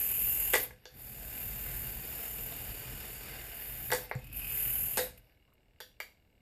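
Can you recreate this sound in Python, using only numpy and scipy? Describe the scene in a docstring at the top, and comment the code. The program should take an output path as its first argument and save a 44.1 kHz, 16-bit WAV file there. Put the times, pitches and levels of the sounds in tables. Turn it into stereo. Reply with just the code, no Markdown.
"""Toy tractor on a worktop

An electric toy tractor on tracks spins on a hard worktop near a phone, in three stretches. Its gears
whine and its shell rattles, throbbing with the pulsed motor current; the tracks rumble through the top.
The levers and buttons of the remote control snap and rebound in a small tiled room."""
import sys
import numpy as np
from scipy import signal
from scipy.fft import rfft, irfft, next_fast_len
from scipy.io import wavfile
from scipy.ndimage import uniform_filter1d, map_coordinates

SR = 44100
rng = np.random.default_rng(int(sys.argv[2]) if len(sys.argv) > 2 else 0)


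def dump_mix(stems):
    """Bounce the given channels to the path in sys.argv[1] as a 16-bit WAV at rate SR."""
    frames = np.atleast_2d(stems).T  # one column per channel
    limited = np.clip(frames, -1, 1)  # hard clip at full scale
    pcm = np.round(limited * 32767).astype(np.int16)
    wavfile.write(sys.argv[1], SR, pcm)


N = 282666
T = np.arange(N) / SR
CURRENT_HZ, TOP_HZ = 38.8, 14500  # motor pulses per second; where the treble ends
PULSE_PHASE = (T - 5.604) * CURRENT_HZ % 1  # climbs from 0 to 1 during each pulse
RIGHT_LAG = 5  # sound reaches the phone's right microphone this many samples later


def undb(db):
    return 10 ** (np.asarray(db) / 20)


def unit(x):
    return x / np.sqrt(np.mean(x ** 2))


def sides(pan_db):
    """Left and right gains. Pan always means left level minus right level."""
    return undb(np.array([pan_db, -pan_db]) / 2)


def bandpass(x, band_hz):
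    return signal.sosfilt(signal.butter(2, band_hz, "bandpass", fs=SR, output="sos"), x)


def curves(table):
    """Joins rows that start with a time into one curve for each further column."""
    times, *columns = np.transpose(table)
    return [np.interp(T, times, column) for column in columns]


def across(table, size):
    """Reads rows of frequency and value at every frequency of a spectrum."""
    hz, value = np.transpose(table)
    return np.interp(np.log(np.fft.rfftfreq(size, 1 / SR) + 1), np.log(hz), value)


def colour(x, table):
    """Shapes the tone with rows of frequency in Hz and gain in dB."""
    size = next_fast_len(x.shape[-1])
    return irfft(rfft(x, size) * undb(across(table, size)), size)[..., :x.shape[-1]]


def walk(rate):
    """A smooth random curve that heads for a new value `rate` times a second."""
    hold = int(SR / rate)
    steps = np.repeat(rng.standard_normal(N // hold + 1), hold)
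    return 0.76 * uniform_filter1d(uniform_filter1d(steps, hold), hold)[:N]


def noise():
    """Left and right noise, as alike as the two microphones hear it."""
    # Each row: frequency in Hz, likeness of the sides from 0 to 1.
    likeness = [(30, 0.67), (60, .75), (110, 0.22), (200, 0.28), (640, 0.49), (1400, 0.34), (3000, 0.2),
                (7000, 0.23), (14000, 0.33)]
    size = next_fast_len(N)
    alike = np.clip(across(likeness, size), 0, 1)
    mid, side = rfft(rng.standard_normal((2, size)))
    mid, side = np.sqrt(1 + alike) * mid, np.sqrt(1 - alike) * side
    left, right = irfft([mid + side, mid - side], size)[:, :N]
    return np.array([left, np.roll(right, RIGHT_LAG)])


def grind(tone, throb, grain_db, grain_hz, waver_db, duty=0.72):
    """Noise from uneven contacts; `throb` is the share that follows the current pulses."""
    contacts = undb(grain_db * walk(grain_hz) + waver_db * walk(12))
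    pulsing = 1 - throb + throb * unit(np.exp(-PULSE_PHASE / duty))
    return unit(colour(noise() * contacts * pulsing, tone))


def bursts(events, t60):
    """Sudden rises in level that die away. A fade time, t60, is the seconds taken to fall 60 dB."""
    return sum(undb(db) * (T > start) * 1000. ** (-np.abs(T - start) / t60) for start, db in events)


def resonate(x, modes, rate):
    """Adds a part's own ringing notes (its modes), each coming and going at random."""
    out = x
    for hz, db, t60 in modes:
        peak = signal.iirpeak(hz, hz * t60 * np.pi / np.log(1000), SR)
        out = out + undb(db + 5.0 * walk(rate)) * signal.lfilter(*peak, x)
    return out


def gears(whine_db, upper_db, burst_gain):
    """Gear teeth meet with uneven strength, making a high whine that rings the gears."""
    # Tone of the whine and of its upper part. Each row: frequency in Hz, gain in dB.
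    whine_tone = [(5590, -65.5), (9500, -24.5), (10000, -13), (10900, -5), (11700, -0.5), (13200, 2),
                  (14000, -5)]
    upper_tone = [(12500, -19), (13300, 2), (13900, 13), (14400, 22), (14800, 12.5)]
    # Each row: ringing pitch in Hz, gain in dB, fade time in seconds.
    gear_modes = [(11200, -1.5, 0.015), (11730, -3, 0.014), (12080, 0, 0.018), (12700, -6, 0.018),
                  (13100, -3, .016), (13800, -3.5, 0.023)]
    whine = undb(whine_db) * grind(whine_tone, throb=0.4, grain_db=1.4, grain_hz=900, waver_db=2.0)
    upper = undb(upper_db) * grind(upper_tone, throb=0.49, grain_db=1.6, grain_hz=820, waver_db=-0.5)
    return resonate(whine + upper, gear_modes, rate=8) + burst_gain * unit(colour(noise(), whine_tone))


def surface_echo(x):
    """An echo off a nearby surface shifts as the toy turns, sliding bright and dull bands about."""
    # Each row: time in seconds, extra path in cm, echo gain in dB.
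    detour = [(0.0, 25, -9), (0.15, 25, -10), (0.3, 23, -17), (0.62, 21, -15), (1.2, 19.3, -19),
              (2.7, 35, -30), (3.8, 24.7, -19), (4.37, 25, -23.5), (4.62, 25.2, -12), (4.749, 27, -12),
              (4.9, 19, -20), (5.1, 42, -9)]
    path_cm, echo_db = curves(detour)
    late = np.arange(N) - path_cm / 34300 * SR  # sound travels 34300 cm a second
    echo = np.array([map_coordinates(side, [late], order=3, mode="mirror") for side in x])
    return x + undb(echo_db) * echo


def drive_hiss():
    """The running drive hisses, throbbing lightly with the current."""
    # Each row: frequency in Hz, gain in dB.
    tone = [(3530, -47), (6000, -13.5), (6320, -8.5), (6970, 2), (8080, -5.5), (8760, -2), (10200, -5),
            (10800, -22.5), (14000, -39), (22000, -120)]
    return grind(tone, throb=0.23, grain_db=1.6, grain_hz=600, waver_db=-0.65)


def shell_rattle():
    """The shell rattles and rings; its tone changes as it turns other faces to the phone."""
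    # Each row: frequency in Hz, gain in dB.
    tone = [(120, -33), (200, -5.5), (308, -4), (454, -2), (524, -5.5), (750, -8), (1070, -9.5),
            (1540, -5.5), (1850, -7.5), (2810, -3.5), (3250, -10.5), (3700, -9), (4150, -13.5), (4650, -10),
            (6200, -17), (8060, -46), (13600, -120)]
    # Each row: ringing pitch in Hz, gain in dB, fade time in seconds.
    shell_modes = [(451.3, 0.5, 0.12), (685.7, 2, 0.22), (765, 1.5, 0.2), (869, 1, 0.12), (1540, -1, 0.11),
                   (1727, 2.5, 0.28), (2080, 3.5, 0.27), (2480, 2.5, 0.14), (3610, 0, .02),
                   (4660, 0.5, 0.016), (5290, 2, .025)]
    # Each row: time in seconds, gain in dB of an added low band, the same for a high band.
    faces = [(0, -18.5, -5.5), (.5, -15.5, -2), (1.2, -3.5, -10.5), (1.75, -10, -4), (2.1, -7, -10),
             (2.5, -5, -11), (2.999, -18, -18), (3.5, -12, -0.5), (3.9, -5.5, -7), (4.4, -7.5, -12),
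             (4.6, -16, 2), (5.001, -0.5, -7)]
    rattle = grind(tone, throb=0.1, grain_db=2.1, grain_hz=150, waver_db=1.45)
    shell = resonate(rattle, shell_modes, rate=6)
    low, high = undb(curves(faces))
    return shell + low * bandpass(shell, (480, 950)) + high * bandpass(shell, (1400, 2400))


def motor_can():
    """The motor's casing, its can, buzzes and sings a wavering note that shifts as the toy turns."""
    # Tone of the buzz. Each row: frequency in Hz, gain in dB.
    tone = [(2000, -19.5), (2350, -8), (2600, -7), (2860, -3.5), (3100, -9), (3500, -23), (4400, -24.5),
            (4750, -14), (5000, -24.5), (5300, -17.5), (5700, -37)]
    # The note. Each row: time in seconds, pitch in Hz, gain in dB.
    song = [(0, 2526, -2.5), (.19, 2615, -5), (.28, 2734, 0), (.5, 2790, -6), (1.0, 2560, -6.5),
            (2.0, 2830, -5), (2.2, 2860, -2), (3.8, 2865, -11.5), (4.199, 2552, -2), (4.421, 2542, 1),
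            (4.681, 2565, -4), (4.8, 2577, -12.5), (4.999, 2800, -11)]
    width_hz = 57
    buzz = grind(tone, throb=0.61, grain_db=2.8, grain_hz=300, waver_db=2.5)
    hz, db = curves(song)
    jitter = rng.standard_normal(N) + 1j * rng.standard_normal(N)
    waver = signal.lfilter(*signal.butter(1, width_hz / 2, fs=SR), jitter)
    note = unit(np.real(waver * np.exp(2j * np.pi * np.cumsum(hz) / SR))) * undb(db)
    pulsing = 0.76 + 1.2 * np.exp(-PULSE_PHASE / 0.42)
    return buzz + np.array([note, np.roll(note, RIGHT_LAG)]) * pulsing


def motor_twitch():
    """Even at rest, each current pulse gives the motors a sharp kick and a short buzz."""
    # Each row: frequency in Hz, gain in dB.
    tone = [(1300, -32), (1700, -10), (1950, -15.5), (2200, 3.5), (2450, -9.5), (2650, -5), (2800, 6),
            (2900, 4.5), (3100, -18.5), (4000, -5.5), (5000, -23.5), (6500, -62.5)]
    kicks = (np.diff(PULSE_PHASE, prepend=0) < 0) * undb(2.5 * rng.standard_normal(N))
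    kicks = np.array([np.roll(kicks, 130 + lag) for lag in (0, RIGHT_LAG)])
    buzz = grind(tone, throb=0.48, grain_db=0.5, grain_hz=30, waver_db=3.5, duty=0.3)
    return undb(-79.5) * (buzz + 1.7 * unit(colour(kicks, tone)))


def current_hum():
    """The current pulses hum through the worktop."""
    # Each row: multiple of the pulse rate, level in dB.
    harmonics = [(1, -75.5), (2, -76.5)]
    return sum(undb(db) * np.sin(2 * np.pi * multiple * PULSE_PHASE) for multiple, db in harmonics)


def track_rumble():
    """The tracks rumble through the worktop."""
    # Each row: frequency in Hz, gain in dB.
    tone = [(16, -36.5), (30, -12.5), (49, 4), (91, -11), (124, -2), (167, -15), (215, -13.5), (320, -23.5),
            (420, -48), (700, -120)]
    return grind(tone, throb=0.027, grain_db=0.61, grain_hz=4.7, waver_db=2.5)


def driving_levels(whine_db):
    """Gains over time. A short rattling tail follows each loud lever snap, while hiss and can fade."""
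    # Each row: current on, full load and current cut in seconds, then in dB: hiss compared with
    # the whine, base level of the shell, can at full load, tail of the remote's snap.
    stretches = [(-0.2, -0.1, 0.54, -12, -53, -47, -38), (0.902, 1.388, 3.917, -10.5, -48.5, -56, -36),
                 (4.18, 4.41, 4.974, -15, -55, -49, -34)]
    can_start_db, coast_db_per_s, shell_follows_whine = -25, 190.5, 0.5
    on, full, cut, hiss_offset, shell_base, can_full, snap_tail_db = np.transpose(stretches)
    now = np.clip(np.searchsorted(on, T) - 1, 0, len(on) - 1)  # which stretch is playing
    load = np.clip((T - on[now]) / (full - on)[now], 0, 1)
    coast_db = -coast_db_per_s * np.maximum(T - cut[now], 0)

    def blend(levels):
        return levels[now] * load + levels[np.maximum(now - 1, 0)] * (1 - load)

    hiss = undb(whine_db + blend(hiss_offset) + coast_db)
    shell = undb(shell_follows_whine * (whine_db + 40) + blend(shell_base) - 1.0)
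    can = undb(can_full[now] + can_start_db * (1 - load) + coast_db)
    return hiss, shell, can, bursts(zip(cut, snap_tail_db), t60=0.24)


def tractor():
    """All the toy's parts together. A jerk of the gears also shakes the hiss and the motor can."""
    # Each row: time in seconds, then in dB: whine, upper whine, track rumble, pan of the whine.
    drive = [(0.0, -34, -48.5, -48, -15), (0.15, -34.5, -60, -45, -16.5), (0.27, -34, -33.5, -43.5, -15.5),
             (0.42, -31.5, -39, -48, -9.5), (0.64, -35.5, -37, -55.5, -11), (0.685, -53.5, -69, -53.5, -8),
             (0.77, -74.5, -92, -61, -3), (0.89, -66.5, -99, -78.5, 10), (0.95, -60.5, -57, -48, -12),
             (1.01, -49, -50, -54.5, -8.5), (1.26, -43.5, -44, -49, -7.5), (1.76, -41, -39, -45, -11.5),
             (2.05, -42.5, -40, -48, -7), (2.25, -40, -38, -49.5, -7), (2.7, -42.5, -45, -46.5, -6.5),
             (3.3, -44, -50, -52.5, -3.5), (3.55, -47, -49, -50.5, -12.5), (3.88, -44, -39.5, -48.5, -12),
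             (4.05, -49, -43.5, -54.5, -7), (4.09, -63, -70, -53, -4), (4.31, -63, -68, -48, -9),
             (4.369, -42.5, -59, -51.5, -26), (4.425, -41, -52, -47.5, -12), (4.52, -35.5, -37, -50, -10),
             (4.71, -33.5, -36, -48, -13.5), (4.92, -35, -49.5, -51.5, -14), (5.05, -38, -54.5, -49, -7),
             (5.13, -66.5, -70, -54, -6), (5.28, -74, -99.5, -71.5, -3), (5.451, -88.5, -97, -72.5, -8)]
    # Single jerks of the gears at a crawl. Each row: start in seconds, strength in dB.
    jerks = [(4.095, -40.5), (4.1899, -47), (4.2183, -52), (4.243, -42), (4.2697, -43.5), (4.2991, -51),
             (4.328, -37.5), (5.1074, -58), (5.176, -43), (5.5355, -62)]
    # How the microphones hear all but the gears. Each row: frequency in Hz, pan in dB.
    pans = [(60, -6.5), (110, -10), (200, -6.5), (380, -5), (700, 3), (1290, 2), (2380, 4), (4400, -4),
            (8120, 8), (15000, -2.5)]
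    whine_db, upper_db, track_db, pan_db = curves(drive)
    hiss, shell, can, snap_tail = driving_levels(whine_db)
    jolt = 0.7 * bursts(jerks, t60=0.054)
    # The remote's snap tails borrow the tones of the whine and the shell.
    whine = surface_echo(gears(whine_db, upper_db, jolt + undb(-5) * snap_tail)) * sides(pan_db)
    body = (hiss + undb(-17) * jolt) * drive_hiss()
    body += (shell + snap_tail) * shell_rattle()
    body += (can + undb(-11) * jolt) * motor_can()
    body += motor_twitch() + current_hum() + rustles()
    body += undb(track_db) * track_rumble()
    left = colour(body[0], [(hz, db / 2) for hz, db in pans])
    right = colour(body[1], [(hz, -db / 2) for hz, db in pans])
    return whine + np.array([left, right])


def background():
    """A faint, steady rumble and hiss."""
    # Each row: frequency in Hz, gain in dB.
    tone = [(25, -9), (60, -2.5), (125, -7), (300, -13), (600, -16.5), (1200, -29.5), (3000, -31.5),
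            (6000, -41.5), (7800, -32), (10000, -45.5), (12500, -33.5), (14500, -38.5)]
    return undb(-69.5) * unit(colour(noise(), tone))


def struck(modes, swell_s=0.002):
    """A struck part's notes swell quickly, then each fades at its own rate."""
    t = T[:SR // 3]
    notes = sum(undb(db) * np.sin(2 * np.pi * hz * t) * 1000. ** (-t / t60) for hz, db, t60 in modes)
    return (1 - np.exp(-t / swell_s)) * notes


def detuned(modes, shifts, scatter=0.015):
    """Every blow shifts a part's notes a little."""
    return [(hz * (1 + scatter * shift), db, t60) for (hz, db, t60), shift in zip(modes, shifts)]


def blow(shape, rough, chatter_s=0.003):
    """A short, rough push, after which loose parts chatter on."""
    chatter = rough[::-1] ** 3 / 4 * np.exp(-T[:len(rough)] / chatter_s)
    return rough * shape + undb(-21) * shape.max() * chatter


def remote_snaps():
    """Each snap rings the remote's lever, case, hollow and catch; its hard edges only crack."""
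    # Each row: start in seconds, lever level in dB, the lever's favoured pitch in Hz, then in dB:
    # case, hollow, catch, crack, top (the highest crack), pan.
    snaps = [(0.535, -21, 1880, -25, -22.5, -12.5, -18, -13, -0.5),
             (0.5402, -13.5, 1950, -16.5, -29, -21, -21, -34, 4.5),
             (0.5432, -17, 1960, -48, -46, -33, -17.5, -29, 4),
             (0.5524, -23.5, 2350, -29, -51, -29.5, -22, -27, 9),
             (0.5576, -23.5, 2070, -18, -25, -25, -18, -19, 2),
             (0.707, -40, 1760, -45, -53.5, -73, -57, -69, 1),
             (0.8547, -43, 1650, -43.5, -49.5, -33.5, -48, -47, 7.5),
             (3.9033, -26.5, 1660, -31, -52, -31, -51.5, -51, 6),
             (3.9168, -27.5, 1720, -27, -33, -16, -19, -18.5, -1),
             (3.922, -18, 1800, -21.5, -29, -34, -35, -30.5, 5),
             (3.929, -23, 1810, -40, -50.5, -35, -35, -33, 1),
             (3.9337, -27.5, 1600, -24, -32.5, -39, -18.5, -20.5, 6),
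             (3.9484, -32.5, 1860, -30.5, -32.5, -34, -22.5, -26.5, 5),
             (4.1124, -21.5, 2030, -22, -40.5, -35.5, -68, -43, 2.5),
             (4.1516, -53, 1976, -42, -42, -51, -41, -51.5, 2),
             (4.9723, -27, 1790, -24, -39, -19.5, -19, -14, 5),
             (4.979, -30.5, 1680, -30.5, -41.5, -27, -18, -26, 7.5),
             (4.9896, -23, 1720, -34, -24, -24, -26, -24, -1.5),
             (5.8030, -35.5, 2330, -42, -50, -33.5, -39.5, -34, 6.5),
             (5.8075, -38.5, 2120, -44.5, -58, -30.5, -50, -38.5, 3.5),
             (6.0018, -25, 2100, -35, -52.5, -29, -37, -29.5, 6)]
    # The four ringing parts. Each row: pitch in Hz, level in dB, fade time in seconds.
    lever_modes = [(1450, -7, .011), (1620, -4, .012), (1720, 0, .015), (1850, -1, .012), (1945, -1, .012),
                   (2035, -1, .012), (2120, 0, .015), (2300, -1, .012), (2470, -2, .011), (2660, -2, .01),
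                   (2840, 0, .012), (3050, -2, .01)]
    case_modes = [(440, -10, .018), (625, -2, .017), (750, -1, .015), (860, -1, .015), (1080, -2, .014),
                  (1300, -8, .012)]
    hollow_modes = [(456, -4, .07), (504, 0, .16), (545, -5, .06)]
    catch_modes = [(3050, -5, .006), (3400, -2, .006), (3680, 0, .007), (3900, 0, .007), (4150, -1, .006),
                   (4420, -1, .007), (4680, -5, .006), (4950, -8, .006), (5230, -10, .006),
                   (5480, -9, .007), (5680, -11, .007)]
    # Bands of the crack and the top. Each row: lowest and highest frequency in Hz.
    edge_bands = [(6400, 10300), (10800, 14200)]
    push_s, scrape_s, lever_db_per_octave, top_pan_db = 0.0002, 0.00075, 28, -10
    out, t = np.zeros((2, N + SR)), T[:SR // 50]
    push = t / push_s * np.exp(-t / push_s)
    scrape = np.sqrt(t / scrape_s) * np.exp(-t / scrape_s)
    case, hollow = struck(case_modes), struck(hollow_modes)
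    edges = [bandpass(signal.unit_impulse(SR // 3), band) for band in edge_bands]
    for start, lever_db, favoured_hz, *other_db, pan_db in snaps:
        rough = rng.standard_normal(len(t))
        # Where the blow lands decides which of the lever's notes are strongest.
        favoured = [(hz, db - lever_db_per_octave * abs(np.log2(hz / favoured_hz)), t60)
                    for hz, db, t60 in lever_modes]
        lever = struck(detuned(favoured, rough[100:]))
        catch = struck(detuned(catch_modes, rough[200:]))
        parts = [signal.fftconvolve(part, blow(push, rough)) for part in (lever, case, hollow, catch)]
        parts += [signal.fftconvolve(edge, blow(scrape, rough)) for edge in edges]
        *lower, top = [undb(db) * part / np.abs(part).max()
                       for db, part in zip([lever_db, *other_db], parts)]
        snap = np.outer(sides(pan_db), sum(lower)) + np.outer(sides(top_pan_db), top)
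        for side, lag in enumerate((0, RIGHT_LAG)):
            out[side, int(start * SR) + lag:][:len(top)] += snap[side]
    return signal.sosfilt(signal.butter(4, 400, "highpass", fs=SR, output="sos"), out[:, :N])


def tiled_room(x, rise_s=0.004):
    """Echoes blur into a tail, different on each side, that fades at its own rate in each band."""
    # Each row: lowest frequency of the band in Hz, fade time in seconds, gain in dB.
    bands = [(293, 0.31, -33.5), (1000, 0.25, -32), (3050, 0.29, -31.5), (6760, .3, -29.5),
             (10500, 0.26, -31)]
    tops = [band[0] for band in bands[1:]] + [TOP_HZ]
    t, tail = T[:SR // 2], 0
    for (low, t60, db), high in zip(bands, tops):
        wash = bandpass(rng.standard_normal((2, len(t))), (low, high))
        tail = tail + undb(db) * wash * 1000. ** (-t / t60) * np.minimum(t / rise_s, 1)
    return signal.fftconvolve(x, tail, axes=1)[:, :N]


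def worktop_thump(rise_s=0.0021):
    """After a bump the worktop rings with a low note that swells and fades."""
    # Each row: start in seconds, level in dB, pitch in Hz, fade time in seconds, pan in dB.
    bumps = [(4.155, -29, 127.8, 0.15, -13.5)]
    out = 0
    for start, db, hz, t60, pan_db in bumps:
        t = np.maximum(T - start, 0)
        level = undb(db) * (1 - np.exp(-t / rise_s)) * 1000. ** (-t / t60)
        out = out - np.outer(sides(pan_db), level * np.sin(2 * np.pi * hz * t))
    return out


def rustles():
    """Two faint rustles near the end."""
    # Each row: start in seconds, level in dB.
    events = [(5.478, -69), (5.52, -75)]
    # Each row: frequency in Hz, gain in dB.
    tone = [(600, -29), (1000, -4), (1300, -2.5), (1700, -14), (2500, -35)]
    return bursts(events, t60=0.15) * grind(tone, throb=0, grain_db=2.8, grain_hz=180, waver_db=3.5)


def scene():
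    """Mixes everything; only the remote's snaps get the room's tail."""
    snaps = remote_snaps()
    return tractor() + snaps + tiled_room(snaps) + worktop_thump() + background()


def record(dry):
    """The phone's microphone openings have a dip near 6 kHz; the highest treble is cut."""
    dipped = signal.lfilter(*signal.iirnotch(6150, 16.0, SR), dry)
    return signal.sosfilt(signal.ellip(12, .2, 80, TOP_HZ, fs=SR, output="sos"), dipped)


dry = scene()
out = record(dry)
dump_mix(out)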